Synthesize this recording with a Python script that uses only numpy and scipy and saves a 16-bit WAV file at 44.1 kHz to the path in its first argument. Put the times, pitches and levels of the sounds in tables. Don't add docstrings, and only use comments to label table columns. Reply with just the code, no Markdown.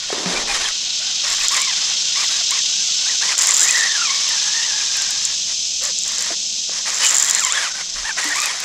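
import sys
import numpy as np
from scipy import signal
from scipy.fft import rfft, irfft
from scipy.io import wavfile
from scipy.ndimage import uniform_filter1d

SR = 44100
rng = np.random.default_rng(int(sys.argv[2]) if len(sys.argv) > 2 else 0)


def wav_record(signal):
    frames = np.transpose(np.atleast_2d(signal))
    bounded = np.clip(frames, -1, 1)
    quanta = np.round(bounded * 32767).astype(np.int16)
    wavfile.write(sys.argv[1], SR, quanta)


N = 381024
TIME = np.arange(N) / SR
BIN_HZ = np.maximum(np.arange(N // 2 + 1) * SR / N, 1)


def from_db(db):
    return 10 ** (np.asarray(db) / 20)

def unit_rms(x):
    return x / np.sqrt(np.mean(x ** 2) + 1e-20)

def in_time(rows):
    times, *columns = np.transpose(rows)
    return [np.interp(TIME, times, column) for column in columns]

def response_db(spectrum, hz, modes=()):
    knots_hz, knots_db = np.transpose(spectrum)
    resonances = sum(db / (1 + (2 * (hz - centre) / width) ** 2) for centre, width, db in modes)
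    return np.interp(np.log(hz), np.log(knots_hz), knots_db) + resonances

def coloured(x, spectrum, modes=()):
    return unit_rms(irfft(rfft(x) * from_db(response_db(spectrum, BIN_HZ, modes)), N))

def noise():
    return rng.standard_normal(N)

def drift(rate_hz):
    return unit_rms(irfft(rfft(noise()) / (1 + (BIN_HZ / rate_hz) ** 2), N))

def band(x, low_hz, high_hz):
    return signal.sosfilt(signal.butter(2, [low_hz, high_hz], "band", fs=SR, output="sos"), x + 1e-18)

def ring(x, hz, t60_s):
    radius, step = from_db(-60 / (t60_s * SR)), 2 * np.pi * hz / SR
    return signal.lfilter([0, np.sin(step)], [1, -2 * radius * np.cos(step), radius ** 2], x + 1e-18)

def grains(per_s, spread_db):
    sizes = from_db(spread_db * np.clip(noise(), -2, 2)) * rng.choice([-1, 1], N)
    return sizes * (rng.random(N) < per_s / SR)

def impulses(times, heights):
    out = np.zeros(N)
    out[np.clip(np.round(np.asarray(times) * SR).astype(int), 0, N - 1)] = heights
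    return out

def bursts(x, t60_s):
    return signal.lfilter([1], [1, -from_db(-60 / (t60_s * SR))], x + 1e-18) * noise()

def envelope(start, length, attack_s, release_s):
    rise = np.clip(.5 + (TIME - start) / attack_s, 0, 1)
    fall = np.clip(.5 + (start + length - TIME) / release_s, 0, 1)
    return rise * fall

def swells(rows, wander, wander_hz):
    clock = np.cumsum(1 + wander * drift(wander_hz)) / SR
    out = np.zeros(N)
    for middle, length, hz, db in rows:
        on = np.abs(TIME - middle) < length / 2
        window = np.cos(np.pi * (TIME[on] - middle) / length)
        out[on] += from_db(db + 4) * window * np.sin(2 * np.pi * hz * clock[on])
    return out


# frequency_hz, gain_db
CREEK_SPECTRUM = [(40, 5.5), (70, -12), (115, -4), (165, 8), (200, 6.5), (260, 2), (400, -5), (700, 1.5),
                  (1200, -36), (3000, 0), (12000, -44)]
def creek(level_db=-49.5):
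    return from_db(level_db) * coloured(noise(), CREEK_SPECTRUM)

# frequency_hz, gain_db
WIND_SPECTRUM = [(15, -9), (30, 2), (50, -13.5), (80, -17), (160, -26), (500, -62)]
# start_s, length_s, level_db
WIND_GUSTS = [(0, 0.11, -53), (.32, 0.38, -42), (1.25, 0.28, -52), (2.5, .25, -63), (4.25, 2.77, -67),
              (7.961, 0.097, -41)]
def wind(calm_db=-65):
    gusts = sum(from_db(db) * envelope(start, length, attack_s=.05, release_s=.1)
                for start, length, db in WIND_GUSTS)
    return (from_db(calm_db) + gusts) * coloured(noise(), WIND_SPECTRUM)

# middle_s, length_s, pitch_hz, relative_level_db
DISTANT_HUMS = [(5.5, 2.6, 64, -59), (6.5, 2, 212, -58)]
def distant_hums():
    return swells(DISTANT_HUMS, wander=.0206, wander_hz=7.9)

def handling():
    # time_s, level_db
    brush = [(0, -81), (.1, -71), (.13, -32), (.25, -31.5), (.28, -29), (.35, -27), (.45, -34.5),
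             (.65, -44), (.75, -62)]
    return from_db(in_time(brush)[0]) * unit_rms(band(noise(), 200, 1000))

# start_s, relative_level_db, pitch_hz, t60_s
ROD_KNOCKS = [(0.103, -16.5, 725, 0.022), (0.127, -11, 410, 0.035), (0.18, -19, 380, .03),
              (0.259, -8.5, 179, 0.23), (6.305, -22.5, 676, 0.057), (6.313, -25, 333.5, 0.058),
              (6.694, -18.5, 544, 0.0055), (7.96, -27, 1503, 0.02), (8.033, -24, 1187, 0.0072),
              (8.253, -25, 298, 0.23)]
def knocks():
    starts, levels_db, _, _ = np.transpose(ROD_KNOCKS)
    tones = sum(ring(impulses([start], from_db(db - .5)), hz, t60) for start, db, hz, t60 in ROD_KNOCKS)
    thuds = bursts(impulses(starts, from_db(levels_db)), t60_s=.022)
    return band(tones + band(thuds, 400, 2300), 290, 6000)

# middle_s, length_s, pitch_hz, relative_level_db
LINE_SQUEAKS = [(.372, .044, 2360, -24), (.508, .058, 2430, -26), (.51, 0.05, 800, -29.5),
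                (.615, .028, 2780, -32), (.66, 0.027, 3400, -22), (1.415, .04, 2600, -29),
                (1.635, 0.06, 2292, -30), (3.495, .025, 2040, -24), (3.695, .018, 2520, -19.5),
                (3.82, .22, 1815, -25.5), (7.048, 0.037, 2495, -23), (7.055, 0.099, 2960, -22.5),
                (7.29, 0.028, 3300, -24.5), (7.365, 0.088, 4160, -29), (7.595, 0.073, 3500, -40),
                (8.19, .025, 1920, -26), (8.325, .04, 1849, -21), (8.42, .13, 2502, -32)]
def squeaks():
    return swells(LINE_SQUEAKS, wander=.0308, wander_hz=192)

# time_s, turns_per_s
ROTOR_SPEED = [(0, 10.6), (2.45, 13.2), (3.5, 15.6), (4.2, 9), (5.6, 12.1), (6.0, 11.7), (6.65, 10.4),
               (7.5, 10.85), (8.64, 11.3)]
def rotor_angle():
    return 2 * np.pi * np.cumsum(in_time(ROTOR_SPEED)[0]) / SR

# time_s, level_db
LINE_CREEP = [(0, -40), (.95, -43), (1.8, -37), (2.1, -39.5), (2.9, -49), (3.0, -36), (3.2, -43),
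              (5.3, -43.5), (5.6, -56), (6.6, -57), (7.0, -38.5), (7.9, -45.5), (8.64, -38.5)]
# start_s, length_s, level_db, top_pitch_hz, tonal_share
FISH_TUGS = [(.09, .17, -33.5, 600, .05), (0.261, 0.16, -28, 800, 0.3), (0.478, 0.11, -25.5, 810, 0),
             (0.596, 0.11, -25.5, 880, 0.28), (0.995, .16, -37.5, 790, 0.5), (1.239, 0.12, -28, 720, 0.1),
             (1.375, .09, -26, 900, 0.05), (1.51, 0.088, -24.5, 1222, 0.61), (1.555, 0.18, -27, 1150, 0.75),
             (1.76, .18, -34, 880.2, 0.23), (2.15, .105, -27, 1228, 0.6), (2.289, 0.15, -33.5, 860, 0.26),
             (2.505, 0.092, -27, 1160, .65), (2.639, .3, -43, 807, 0.4), (3.056, 0.099, -28.5, 950, 0.58),
             (3.214, 0.13, -24, 1020, 0.37), (5.478, 0.063, -39, 650, 0.1),
             (5.816, 0.091, -33.5, 610, 0.24), (6.052, 0.15, -34, 657, 0.04),
             (6.187, .15, -32.5, 628, 0.04), (6.71, .1, -35.5, 600, 0.1), (6.856, 0.14, -29.5, 800, 0.01),
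             (7.739, 0.085, -30.5, 820, 0.27), (7.958, 0.071, -34, 650, 0.01),
             (8.044, 0.062, -22.5, 950, 0.78), (8.176, 0.17, -22.5, 980, 0.28),
             (8.34, 0.19, -23, 1280, 0.47), (8.533, 0.13, -29.5, 800, 0.25)]
# time_s, pitch_hz, level_db, tonal_share
FIRST_FISH_RUN = [(3.375, 1010, -25.5, 0.01), (3.58, 1253, -25, .05), (3.65, 1950, -21, .3),
                  (3.71, 1990, -24.5, 0.4), (3.76, 1940, -20, 0.7), (3.9, 1856, -21.5, 0.75),
                  (4.0, 1462, -26.5, 0.76), (4.1, 1085, -27.5, 0.7), (4.24, 1187, -30, .3),
                  (4.35, 852, -30.5, 0.66), (4.47, 847, -33.5, 0.43), (4.62, 947, -27.5, 0.75),
                  (4.72, 874, -32.5, 0.53), (5.05, 791, -34, 0.39), (5.35, 906, -38.5, 0)]
SECOND_FISH_RUN = [(7.0, 1000, -23, 0.022), (7.2, 1650, -26, .03), (7.34, 2120, -24, 0.21),
                   (7.39, 1804, -23, 0.52), (7.44, 1080, -26.5, 0.77), (7.49, 964, -29, 0.7),
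                   (7.55, 1648, -24, 0.52), (7.62, 1738, -22, 0.5), (7.67, 1300, -24.5, 0.6),
                   (7.71, 742, -24, 0.56)]
def line_motion(creep_hz=741, creep_tonal_share=.17, attack_s=.022, release_s=.04):
    pulls = [(from_db(in_time(LINE_CREEP)[0]), creep_hz, creep_tonal_share)]
    for start, length, db, top_hz, share in FISH_TUGS:
        from_crest = np.interp(TIME, [start, start + .45 * length, start + length], [-1, 0, 1])
        sag = min(2.4 * length, .3)
        gain = from_db(db) * envelope(start, length, attack_s, release_s)
        pulls.append((gain, top_hz * (1 - sag * from_crest ** 2), share))
    for run in (FIRST_FISH_RUN, SECOND_FISH_RUN):
        hz, db, share = in_time(run)
        start, end = run[0][0], run[-1][0]
        pulls.append((from_db(db) * envelope(start, end - start, attack_s, release_s), hz, share))
    power = sum(gain ** 2 for gain, _, _ in pulls)
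    pitch_hz = sum(gain ** 2 * hz for gain, hz, _ in pulls) / power
    tonal_share = sum(gain ** 2 * share for gain, _, share in pulls) / power
    return np.sqrt(power), pitch_hz, tonal_share

# frequency_hz, gain_db
ROD_RESPONSE = [(180, -7), (500, 1.5), (800, -6.5), (1500, 2), (2500, -2.5), (3200, 5), (3700, 5),
                (4500, -13), (8000, -25)]
# centre_hz, width_hz, gain_db
ROD_RESONANCES = [(1040, 210, 1.4), (1880, 570, 10), (2490, 170, 9.8)]
def line_song(pitch_hz):
    phase = 2 * np.pi * np.cumsum(pitch_hz * (1 + .028 * drift(160))) / SR
    song, power = 0, 0
    for k in (1, 2, 3):
        rolloff_db = (k - 1) ** 2
        gain = from_db(response_db(ROD_RESPONSE, k * pitch_hz, ROD_RESONANCES) - rolloff_db)
        flutter = .48 + .46 * (drift(55) + 1j * drift(55))
        sputter = from_db(-1.5 * np.tanh(2.2 * drift(22)))
        song += gain * sputter * np.real(flutter * np.exp(1j * k * phase))
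        power += gain ** 2 / (1 + (k * pitch_hz / 2300) ** 8)
    song /= np.sqrt(power)
    song /= np.sqrt(uniform_filter1d(song ** 2, size=1800) + 1e-9)
    grip = 1 + .35 * np.tanh(2 * drift(20))
    return song * grip

# frequency_hz, gain_db
RASP_SPECTRUM = [(80, -40), (150, -34), (300, -15), (520, -8), (800, -4.5), (1100, 2.5), (1400, -2),
                 (1900, 5), (2800, -2), (4200, -1.5), (7300, -0.5), (8500, -8.5), (10300, -14.5),
                 (11200, -25.5), (13000, -26.5), (15500, -43)]
def line(friction, pitch_hz, tonal_share, wobble=.025, stutter=.19):
    swing = np.sin(rotor_angle())
    song = line_song(pitch_hz * (1 + wobble * swing))
    grit = grains(per_s=4000, spread_db=0) * from_db(1.4 * drift(43))
    rasp = from_db(1.5) * coloured(grit, RASP_SPECTRUM)
    gain = friction * (1 + stutter * tonal_share * swing) * from_db(1.6 * drift(6.8))
    return gain * (np.sqrt(tonal_share) * song + np.sqrt(1 - tonal_share) * rasp)

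# start_s, length_s, rattle_db, clicks_per_s, tick_over_ring_db
DRAG_SLIPS = [(1.278, 0.22, -31, 30, -11), (1.504, 0.13, -25.5, 32, -5.5), (2.168, 0.19, -31.5, 20.4, -7),
              (3.38, 0.14, -25, 82, -14), (3.53, .19, -19.5, 35, -17), (3.743, 0.088, -28, 30.5, -22),
              (5.818, .06, -30.5, 47, -10), (6.0, .3, -40.5, 23.5, -4), (6.883, .13, -32.5, 52, -14),
              (7.027, .29, -24, 90, -9), (7.328, 0.17, -27, 20, -13), (8.21, .25, -34, 49, 1.5)]
def slip_clicks(over_rattle_db=12.5, spread_db=4):
    rows = []
    for start, length, rattle_db, per_s, tick_over_ring_db in DRAG_SLIPS:
        pause, strength, snap = rng.standard_normal((80, 3)).T
        times = start + np.cumsum(np.exp(.55 * pause - .15)) / per_s
        ring_db = rattle_db + over_rattle_db + spread_db * np.clip(strength, -2, 2)
        tick_db = ring_db + tick_over_ring_db + spread_db * snap
        rows += list(np.transpose([times, ring_db, tick_db])[times < start + length])
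    return rows

# start_s, relative_ring_db, relative_tick_db
HARD_CLICKS = [(1.4833, -6.5, -15), (2.508, -13.5, -15), (3.3794, -14, -15), (3.3896, -9, -19),
               (3.421, -10, -10), (3.47, -21, -9), (3.4876, -12, -23), (3.552, -15, -29),
               (3.6147, -13, -27), (3.638, -11, -16), (3.7092, -4, -29), (4.29, -26, -21),
               (4.969, -18, -20), (5.02, -14, -26), (5.1069, -16, -18), (5.252, -8.5, -17),
               (5.9873, -13, -27), (6.035, -14, -37), (6.0785, -16, -30), (6.1828, -14, -32),
               (6.208, -18, -22), (6.2236, -12.5, -21), (7.1528, -14, -24), (7.2247, -7, -18),
               (7.3098, -7, -23), (7.349, -4, -28), (7.395, -11, -31), (7.4493, -12, -30), (7.523, -9, -30),
               (8.402, -13, -17), (8.602, -29.5, -14.5)]
# frequency_hz, gain_db, t60_s
SPOOL_MODES = [(6000, 1.5, 0.0052), (6864, 7.5, 0.0069), (7420, 10, 0.0071), (8030, 4.5, 0.0016)]
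def drag():
    times, ring_db, tick_db = np.transpose(HARD_CLICKS + slip_clicks())
    teeth = grains(per_s=460, spread_db=2)
    rings, rattle = 0, 0
    for k, (hz, mode_db, t60) in enumerate(SPOOL_MODES):
        mode_gain = (-1) ** k * from_db(mode_db)
        snaps = impulses(times, from_db(ring_db - 2)) * from_db(.93 * noise())
        rings += mode_gain * ring(snaps, hz, t60)
        rattle += mode_gain * ring(teeth * from_db(4.2 * noise()), hz, t60)
    scrape = bursts(impulses(times, from_db(tick_db)), t60_s=.012)
    ticks = from_db(6.5) * band(scrape, 4430, 9340) + from_db(-3.5) * band(scrape, 10300, 12200)
    fine_ticks = band(bursts(teeth, t60_s=.0022), 6600, 13500)
    rattle = unit_rms(rattle) + from_db(-18.5) * unit_rms(fine_ticks)
    slipping = np.max([from_db(db) * envelope(start, length, attack_s=.01, release_s=.1)
                       for start, length, db, _, _ in DRAG_SLIPS], axis=0)
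    return band(rings, 3700, 12000) + ticks + slipping * rattle

# time_s, relative_level_db
GEAR_LEVEL = [(0, -29), (1.5, -23), (3.3, -20.5), (3.365, -24.5), (3.4, -21.5), (4.4, -21), (5.5, -23),
              (6.98, -25), (7.05, -19), (7.11, -24), (7.8, -27.5), (8.14, -28), (8.25, -27), (8.64, -28.5)]
# time_s, low_shelf_db, relative_throb_depth
GEAR_LOAD = [(0, 4, 0.08), (.9, 4.5, 0.14), (1.7, 3.5, 0.19), (2.8, 2, 0.13), (3.6, -0.5, 0.21),
             (4.3, 1, 0.09), (5.6, -1, 0.03), (6.6, -1, 0.09), (7.8, -2, 0.2), (8.64, -0.5, 0.04)]
# frequency_hz, gain_db
HOUSING_RESPONSE = [(500, -30), (1400, -29.5), (2000, -23.5), (2600, -7), (3300, -4.5), (4500, -1),
                    (6000, 0), (7400, -2.5), (8000, -10.5), (8800, -25.5), (10000, -28.5), (11000, -35.5),
                    (13500, -37), (15000, -75)]
# centre_hz, width_hz, gain_db
HOUSING_RESONANCES = [(3210, 220, 4.5), (3555, 62, 6.5), (3844, 42, 8.5), (4280, 180, 3), (4740, 250, -2),
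                      (5013, 170, 7), (5440, 42, 9.5), (5630, 120, 3), (6220, 470, 5.5), (6950, 150, 0)]
def gears(shelf_hz=4600):
    level_db = in_time(GEAR_LEVEL)[0]
    shelf_db, depth = in_time(GEAR_LOAD)
    angle = rotor_angle()
    throb = np.cos(2 * angle) + .8 * np.cos(3 * angle) + .35 * np.cos(4 * angle)
    contacts = grains(per_s=9000, spread_db=3) * (1 + .7 * depth * throb)
    whirr = coloured(contacts, HOUSING_RESPONSE, HOUSING_RESONANCES)
    lower = irfft(rfft(whirr) / (1 + (BIN_HZ / shelf_hz) ** 8), N)
    upper = whirr - lower
    return from_db(level_db + 2) * (from_db(shelf_db) * lower + upper)

def scene():
    reel = gears() + drag()
    rod = line(*line_motion()) + squeaks() + knocks() + handling()
    background = creek() + wind() + distant_hums()
    return np.tile(background + rod + reel, (2, 1))

# frequency_hz, side_over_mid_db
PORT_DIFFERENCE = [(1000, -68), (5000, -70), (10000, -52), (11000, -31), (11800, -6.5), (16000, 3)]
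def record(dry, peak_limit=.9, cutoff_hz=15800):
    rounded = dry / (1 + np.abs(dry / peak_limit) ** 4) ** .25
    scattered = rounded[0] * np.sqrt(2) * np.cos(np.pi * drift(150))
    side = irfft(rfft(scattered) * from_db(response_db(PORT_DIFFERENCE, BIN_HZ)), N)
    low_pass = signal.ellip(10, .1, 80, cutoff_hz, fs=SR, output="sos")
    return signal.sosfilt(low_pass, rounded + side * [[1], [-1]])


dry = scene()
out = record(dry)
wav_record(out)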